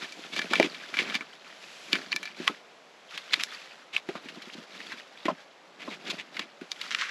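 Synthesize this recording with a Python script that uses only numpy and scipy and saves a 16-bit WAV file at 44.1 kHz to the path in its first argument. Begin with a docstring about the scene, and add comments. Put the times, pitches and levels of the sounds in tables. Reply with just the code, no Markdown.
"""Split logs are laid on a pile of wood and fir twigs in an outdoor fire pit, close to the microphone.
From the start, filtered noise is faint winter air, clicks and noise are rustling twigs and sleeves, and
clicks in short swells are scraping bark. Soon logs knock together (short noise and ringing modes) and
the pile thuds under their weight (low modes). At the end a boot turns in crusted snow: small bursts of
noise and a squeak of clicks. No echo is added."""
import sys
import numpy as np
from scipy import signal
from scipy.fft import rfft, irfft
from scipy.io import wavfile
from scipy.ndimage import uniform_filter1d

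SR = 44100
rng = np.random.default_rng(int(sys.argv[2]) if len(sys.argv) > 2 else 0)


def pcm_store(signal):
    """Save signal as 16-bit PCM."""
    levels = np.round(np.clip(np.atleast_2d(signal), -1, 1) * 32767)
    wavfile.write(sys.argv[1], SR, levels.astype(np.int16).T)


N = 313110
TIME = np.arange(N) / SR
HIT_TIME = TIME[:SR // 4]  # a quarter of a second, enough for any single hit

# The ringing modes of a dry split log.
# Each row: pitch in Hz, relative level in dB, time to fade by 60 dB in seconds.
LOG_MODES = [(1140, -24, 0.029), (1742, 11, 0.082), (2110, -24, 0.017), (2338, 22, 0.054),
             (2530, -22, 0.12), (3430, -29, 0.039), (3770, -32, 0.07), (4800, -22, 0.1)]
# The hands push, lift or turn a log.
# Each row: start in seconds, length in seconds, twig rustle in dB, rocking of the pile in dB.
HAND_MOVES = [ (0, 0.038, -41.5, -51), (0.185, 0.042, -47, -52.5), (0.361, 0.073, -42.5, -46),
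              (0.568, 0.052, -35.5, -39), (0.763, 0.24, -45, -57), (0.958, .15, -39.5, -43),
              (1.2, 0.48, -52.5, -66.5), (1.944, 0.045, -42.5, -47.5), (2.078, 0.19, -48.5, -55),
              (2.403, 0.072, -44, -53), (3.136, 0.21, -46, -77), (3.356, 0.063, -45.5, -54.5),
              (3.49, 0.12, -44.5, -78), (3.648, 0.11, -51.5, -87), (4.11, 0.52, -50, -57),
              (4.749, 0.21, -45, -54.5), (5.063, 0.35, -53, -81), (5.865, 0.033, -45.5, -47.5),
              (6.08, 0.065, -45, -46), (6.358, 0.065, -49.5, -51), (6.828, 0.14, -43.5, -57.5)]


def undb(db):
    """Turn decibels into gain."""
    return 10 ** (np.asarray(db) / 20)


def unit(x):
    """Scale a sound to rms 1."""
    return x / np.sqrt(np.mean(x ** 2))


def equal_hit(x):
    """Scale a hit to the energy of 4 ms at rms 1, so that short and long hits compare."""
    return x * np.sqrt(.004 * SR / np.sum(x ** 2))


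def curve(rows):
    """Draw a gain over time through rows of seconds and dB."""
    return undb(np.interp(TIME, *np.transpose(rows)))


def add(track, s, x):
    """Mix x into the track from second s on, but never before the start of the track."""
    i = max(int(s * SR), 0)
    track[i:i + len(x)] += x[:max(N - i, 0)]


def colour(x, points):
    """Filter a sound to a response given as (Hz, dB) points, without sounding ahead of its input."""
    size = 4096
    hz, db = np.transpose(points)
    bins_hz = np.fft.rfftfreq(size, 1 / SR)
    gain = undb(np.interp(np.log(bins_hz + 1), np.log(hz), db))
    # folding the cepstrum (the spectrum of the log gain) makes the filter act at once
    cepstrum = irfft(np.log(gain))
    cepstrum[1:size // 2] *= 2
    cepstrum[size // 2 + 1:] = 0
    impulse = irfft(np.exp(rfft(cepstrum)))
    return signal.fftconvolve(x, impulse)[:len(x)]


def resonate(x, hz, width_hz):
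    """Pass x through one resonance with gain 1 at its centre."""
    return signal.lfilter(*signal.iirpeak(hz, hz / min(width_hz, SR / 4), fs=SR), x)


def grains(count, rate, spread_db):
    """Make tiny clicks at random moments, about rate a second, a few much larger than the rest."""
    chance = rng.random((count, 2))
    sizes = undb(spread_db * np.minimum(-np.log(chance[:, 1]), np.pi))
    happens = chance[:, 0] < rate / SR
    return unit(happens * sizes * rng.choice([-1, 1], count))


def fits(count, rate, depth_db):
    """Make a gain that catches and lets go about rate times a second."""
    hold = int(SR / rate)
    steps = np.repeat(rng.standard_normal(count // hold + 1), hold)[:count]
    smooth = uniform_filter1d(np.clip(steps, -2, 2), hold)
    return unit(undb(depth_db * smooth))


def wood(x, ring_db):
    """Rubbing keeps all the modes of the log sounding, widened by the grip of the hand."""
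    modes = sum(resonate(x, hz, 6 / t60) for hz, _, t60 in LOG_MODES)
    return x + undb(ring_db) * modes


def crack(hz, width_hz, t60, snap):
    """A first snap and a quickly dying shower of breaking fibres or crystals, in one resonance."""
    shower = equal_hit(rng.standard_normal(len(HIT_TIME)) * undb(-60 * HIT_TIME / t60))
    first = equal_hit(signal.unit_impulse(len(HIT_TIME)))
    return equal_hit(resonate(shower + snap * first, hz, width_hz))


def ring(modes, gains, detune):
    """Struck modes fade, each at its own rate; each way of holding the wood shifts their pitch a little."""
    hz, db, t60 = np.transpose(modes)[:, :, None]
    hz = hz * (1 + detune * rng.standard_normal(hz.shape))
    fade = np.exp(-np.log(1000) * HIT_TIME / t60)  # falls by 60 dB in t60
    return equal_hit(gains @ (undb(db) * fade * np.sin(2 * np.pi * hz * HIT_TIME)))


def winter_air():
    """Faint air is steady noise, soft in the deep bass and the treble."""
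    # Tone of the air. Each row: frequency in Hz, relative level in dB.
    air_tone = [(30, -30), (110, -6.5), (160, -7), (350, -3.5), (600, 1.5), (1100, -3.5), (3500, -14),
                (14000, -47)]
    return undb(-55) * unit(colour(rng.standard_normal(N), air_tone))


def effort(levels_db, settle_db_per_s):
    """Gain over time of all the moves: each builds up, holds while the hand pushes, and settles."""
    build_db_per_s = 160
    gain = np.zeros(N)
    for (s, length, _, _), db in zip(HAND_MOVES, levels_db):
        early = np.maximum(s - TIME, 0)
        late = np.maximum(TIME - s - length, 0)
        move = undb(db - build_db_per_s * early - settle_db_per_s * late)
        gain = np.maximum(gain, move)
    return gain


def rustle():
    """Bark and twigs grind in fits and starts; the logs rock on their bed with the same jerks."""
    # Tone of the twigs. Each row: frequency in Hz, relative level in dB.
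    twig_tone = [(300, -17), (800, -6), (1400, 1), (2200, 1), (3400, 0.5), (5000, -2.5), (7000, -10.5),
                 (11000, -16.5)]
    # Tone of the logs rocking on their bed. Each row: frequency in Hz, relative level in dB.
    bed_tone = [(40, -50), (110, -11), (170, 3.5), (280, 4.5), (400, 3), (520, -3), (680, 1.5), (1100, -21),
                (2500, -43.5)]
    jerks = fits(N, rate=49, depth_db=2.5)
    rubbing = grains(N, rate=1500, spread_db=3.5) + 0.96 * rng.standard_normal(N)
    grind = unit(wood(colour(rubbing, twig_tone), ring_db=-14.5))
    # each twig ticks at its own pitch
    ticks = sum(resonate(grains(N, rate=22, spread_db=4), hz, 170) for hz in np.geomspace(1300, 4600, 14))
    twigs = unit(grind + .9 * unit(colour(ticks, twig_tone)))
    bed = unit(colour(grains(N, rate=160, spread_db=1.0), bed_tone))
    _, _, twigs_db, rocking_db = np.transpose(HAND_MOVES)
    # a resting hand still stirs the twigs a little
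    stir = np.hypot(effort(twigs_db, settle_db_per_s=105), undb(-64))
    rocking = effort(rocking_db, settle_db_per_s=127)
    return jerks * (stir * twigs + rocking * bed)


def sleeves():
    """Cloth on cloth gives a smooth, wide swish that swells with the speed of the arm."""
    # Flannel sleeves slide as an arm swings.
    # Each row: middle in seconds, level in dB, spread to each side (standard deviation) in seconds.
    swing_rows = [(.3, -51.5, 0.41), (1.828, -48.5, 0.2), (3.385, -62.5, 0.72), (6, -72, .2),
                  (6.98, -50, 0.2)]
    cloth_tone = [(200, -8), (900, -5.0), (2500, 4.5), (6500, -4.5), (12000, -13.5)]
    swings = sum(undb(db) * np.exp(-.5 * ((TIME - s) / spread) ** 2) for s, db, spread in swing_rows)
    rest = undb(-63.5)  # the cloth is never quite still
    return np.hypot(swings, rest) * unit(colour(rng.standard_normal(N), cloth_tone))


def scrapes():
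    """Rough bark catches and slips in short swells of clicks that sound the log."""
    # Bark slides on bark. Each row: middle in seconds, level in dB before the final tone filter,
    # length in seconds between the half-height points of the swell.
    scrape_rows = [ (0.01, -36, 0.036), (0.336, -34, 0.021), (0.384, -29.5, 0.02), (0.518, -33, 0.025),
                   (0.576, -31.5, 0.028), (0.652, -29.5, 0.03), (0.999, -27, 0.039), (1.081, -39.5, 0.077),
                   (1.157, -29.5, .029), (1.948, -31, 0.041), (3.151, -39.5, 0.027), (3.336, -26.5, 0.021),
                   (3.41, -34, 0.028), (3.946, -33, 0.025), (4.539, -40, 0.015), (4.924, -42, 0.035),
                   (5.821, -40, 0.037), (5.93, -40, 0.044), (6.08, -35, 0.025), (6.108, -27.5, 0.018),
                   (6.202, -36, 0.034), (6.42, -40.5, 0.041)]
    # quicker strokes are brighter: the pitch of a usual stroke, and its fall for each doubling of length
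    usual_hz, usual_s, fall_octaves = 2860, 0.027, 0.39
    out = np.zeros(N)
    for s, db, length in scrape_rows:
        hz = usual_hz * (usual_s / length) ** fall_octaves
        swell = np.hanning(int(2 * length * SR))
        clicks = grains(len(swell), rate=2200, spread_db=2.5)
        clicks = clicks * fits(len(swell), rate=199.4, depth_db=0.5)
        bark = unit(wood(resonate(clicks, hz, 0.49 * hz), ring_db=-2.5))
        add(out, s - length, undb(db) * swell * bark)
    return colour(out, [(150, 23.5), (1000, 1.5), (4000, -2.0), (12000, -7.0)])


def graze(hz, width_hz, rise_s):
    """Fibres crush ever harder just before the contact gives way."""
    growth = np.exp(-HIT_TIME[::-1] / rise_s)
    return equal_hit(resonate(rng.standard_normal(len(HIT_TIME)) * growth, hz, width_hz))


def pitches(x, hz, count, ring_db):
    """Every spot struck has a few short resonances of its own, scattered around its centre pitch."""
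    span_octaves, width_hz = 1.257, 110  # range of the resonances, and the width of each
    places = (np.arange(count) + rng.random(count)) / count
    centres = np.clip(hz * 2 ** (span_octaves * (places - .5)), 100, SR / 3)
    spots = sum(resonate(x, f, width_hz) for f in centres)
    return equal_hit(x + undb(ring_db) * spots)


def knocks():
    """Each contact grazes, cracks, rings the log if it is held loosely, and shakes loose bark after it."""
    # Wood meets wood, or a twig snaps. Each row: time in seconds, level in dB before the final tone filter,
    # centre in Hz, width in Hz.
    knock_rows = [ (0.123, -34, 4970, 3000), (.364, -25.5, 2860, 2000), (.392, -21.5, 2440, 1620),
                  (.417, -25.5, 2310, 1800), (0.535, -16, 1820, 1500), (.5555, -19, 2650, 1400),
                  (.5615, -28, 2650, 1400), (0.599, -16.5, 2790, 1920), (0.628, -19, 2460, 1290),
                  (.746, -33.5, 3100, 2000), (.941, -26.5, 2120, 1800), (0.9699, -24, 2360, 2000),
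                  (0.9896, -17.5, 2120, 700), (1.099, -28.5, 2560, 1600), (1.144, -24, 2640, 1300),
                  (1.152, -22.5, 3360, 5000), (1.209, -29.5, 1610, 1390), (1.9306, -13, 3360, 2500),
                  (1.9547, -22.5, 2060, 1500), (2.119, -23.5, 4330, 450), (2.1273, -18, 2260, 600),
                  (2.162, -20.5, 4640, 6240), (2.23, -29.5, 2900, 4020), (2.255, -31.5, 3960, 2500),
                  (2.275, -35, 1880, 1200), (2.478, -11.5, 1950, 1700), (3.177, -26, 2830, 3000),
                  (3.3355, -16.5, 3160, 1270), (3.3405, -13.5, 3150, 1370), (3.398, -26, 2340, 1400),
                  (3.408, -26, 3260, 1600), (3.436, -16.5, 5940, 8900), (3.965, -14.5, 2500, 550),
                  (4.089, -31.5, 2140, 1800), (4.154, -30.5, 1230, 1100), (4.287, -32, 2560, 1500),
                  (4.421, -34, 3080, 2200), (4.92, -29, 1630, 1300), (5.255, -23.5, 1760, 1620),
                  (5.264, -28.5, 2380, 1200), (6.101, -28, 3700, 4000), (6.345, -37, 2600, 2000),
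                  (6.3678, -26, 2130, 696), (6.394, -22, 2350, 2190), (6.613, -37, 1920, 2000),
                  (6.7173, -22, 4900, 3000), (6.814, -25, 3240, 3000)]
    # How freely the struck log rings, most when it dangles by one end.
    # Each row: time in seconds, level of the ring against the crack in dB.
    freedom = [(1.2, -1.5), (1.93, -3.5), (2.12, -2), (2.28, 2), (2.45, -31), (7, -14)]
    # a firm blow cracks briefly, a light touch chatters on:
    # cycles the crack lasts at the firm level, and the drop in level that doubles it
    crack_cycles, firm_db, doubling_db = 27.3, -17, 5
    out = np.zeros(N)
    for s, db, hz, width_hz in knock_rows:
        t60 = crack_cycles / hz * 2 ** ((firm_db - db) / doubling_db)
        snap = pitches(crack(hz, width_hz, t60, snap=0.52), hz, count=5, ring_db=-2)
        mode_gains = undb(2.5 * rng.standard_normal(len(LOG_MODES)))
        looseness = undb(np.interp(s, *np.transpose(freedom)))
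        body = looseness * ring(LOG_MODES, mode_gains, detune=.003)
        chatter = crack(hz, 3900, t60=0.11, snap=0) * fits(len(HIT_TIME), rate=250, depth_db=4.5)
        shaken = equal_hit(wood(chatter, ring_db=1))
        # the graze ends where the knock begins, if there is room for it
        add(out, s - HIT_TIME[-1], undb(db - 15) * graze(hz, width_hz, rise_s=.005))
        add(out, s, undb(db) * (snap + body + undb(-13.5) * shaken))
    return colour(out, [(60, -5), (200, -3.5), (600, -12), (1000, -1.5), (2600, -3), (4000, -1.5),
                        (5500, -6.5), (8000, -10.0), (12000, -7.0)])


def thuds():
    """Soft, heavy contacts wake the low modes of the pile, harder ones the higher modes."""
    # Weight lands on the pile.
    # Each row: time in seconds, level in dB before the final tone filter, centre in Hz.
    thud_rows = [ (.192, -42, 270), (.392, -34, 325), (.511, -26, 362), (0.532, -20, 890), (.5984, -9, 650),
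                 (0.5992, -12.5, 390), (.631, -27, 310), (.644, -22.5, 340), (0.667, -32, 360),
                 (.991, -36, 400), (1.018, -30.5, 330), (1.152, -35.5, 264), (1.208, -39, 272),
                 (1.933, -26, 284), (1.958, -35, 235), (2.145, -37, 270), (2.401, -28, 264),
                 (2.478, -19.5, 990), (2.497, -29, 300), (4.089, -23, 353), (4.152, -32, 740),
                 (4.154, -34, 229), (4.256, -36.5, 260), (4.372, -36, 278), (4.472, -38.5, 270),
                 (4.551, -37, 300), (4.582, -35, 250), (4.936, -42, 266), (5.255, -22, 344),
                 (5.2823, -14, 813), (5.285, -24.5, 300), (5.299, -21.5, 780), (5.311, -29, 227),
                 (5.877, -29.5, 840), (5.882, -29.5, 249), (6.395, -36, 283), (6.616, -31.5, 250)]
    # The ringing modes of the loaded pile in its steel bowl.
    # Each row: pitch in Hz, relative level in dB, time to fade by 60 dB in seconds.
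    pile_modes = [(185, -9, 0.062), (242, 6, 0.028), (305, -1.5, 0.043), (342.4, 1, 0.041), (490, 3, 0.045),
                  (583, 4, 0.043), (635, 4.5, 0.051), (834, -26, 0.0055), (1055, 14.5, 0.056),
                  (1160, -30, .04), (1295, 24.5, 0.07)]
    # reach of a landing into the modes below and above its centre
    below_octaves, above_octaves = 0.41, .25
    out = np.zeros(N)
    octaves = np.log2(np.array(pile_modes)[:, 0])
    for s, db, hz in thud_rows:
        away = octaves - np.log2(hz)
        reach = np.where(away < 0, below_octaves, above_octaves)
        weights = np.exp(-.5 * (away / reach) ** 2)
        # modes move the struck point in or out
        signs = np.where(octaves < np.log2(500), 1, -1)
        clatter = equal_hit(resonate(crack(hz, 0.66 * hz, t60=0.087, snap=0), hz, 1.43 * hz))
        # the softer the contact, the longer the weight takes to bear
        bearing = 1 - np.exp(-HIT_TIME * hz / .5)
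        landing = ring(pile_modes, signs * weights, detune=0.007) + undb(-7.0) * clatter
        add(out, s, undb(db) * equal_hit(bearing * landing))
    return colour(out, [(40, -5), (110, -8), (170, -2.5), (280, 0.0), (1400, -4), (3000, 4.5), (8000, 4)])


def boot():
    """The snow crust gives way in bright little collapses with hardly any bass."""
    # Snow crust breaks under the boot. Each row: time in seconds, level in dB before the final tone
    # filter, centre in Hz, width in Hz, time for the shower to fade by 60 dB in seconds.
    crunch_rows = [(6.9078, -30.5, 2500, 1600, 0.012), (6.914, -28.5, 1870, 1400, 0.018),
                   (6.921, -28.5, 2800, 2200, 0.069), (6.9478, -20, 2070, 880, 0.014),
                   (6.986, -25, 2730, 2000, 0.28), (7.0117, -25, 2570, 1800, 0.03),
                   (7.02, -25.5, 1320, 400, 0.023), (7.03, -27, 1890, 1400, 0.23)]
    out = np.zeros(N)
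    for s, db, hz, width_hz, t60 in crunch_rows:
        add(out, s, undb(db) * crack(hz, width_hz, t60, snap=0.22))
    # grains squeak on as the sole keeps pressing
    pressure = curve([(6.75, -81), (6.88, -58), (6.97, -44), (7.02, -37), (7.065, -46), (7.1, -35)])
    out += pressure * unit(resonate(grains(N, rate=1800, spread_db=2.5), 1860, 1200))
    return colour(out, [(300, -33), (800, -13.5), (1150, 3), (3800, 0.0), (6000, -2.5), (12000, -14)])


def scene():
    """Everything happens straight ahead, so both sides hear the same."""
    mix = winter_air() + rustle() + sleeves() + scrapes() + knocks() + thuds() + boot()
    return np.tile(mix, (2, 1))


def record(dry):
    """The microphone thins the bass and notches the treble; its two ports differ mainly at the very top."""
    # Response of the microphone. Each row: frequency in Hz, gain in dB.
    mic_response = [(30, -14), (105, -19), (165, -0.5), (7200, 0), (11000, -1.5), (13300, -16.5),
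                    (14300, -33)]
    heard = colour(dry.mean(axis=0), mic_response)
    heard = heard - resonate(heard, 9050, 2300)  # the notch
    top = colour(heard, [(3500, -59), (7000, -26.5), (10000, -21), (13000, -3)])
    side = np.pad(top, (24, 0))[:N]  # 24 samples late
    # nearly nothing passes above 15700 Hz
    low_pass = signal.ellip(8, .2, 70, 15700, fs=SR, output="sos")
    return signal.sosfilt(low_pass, [heard - side, heard + side])


dry = scene()
out = record(dry)
pcm_store(out)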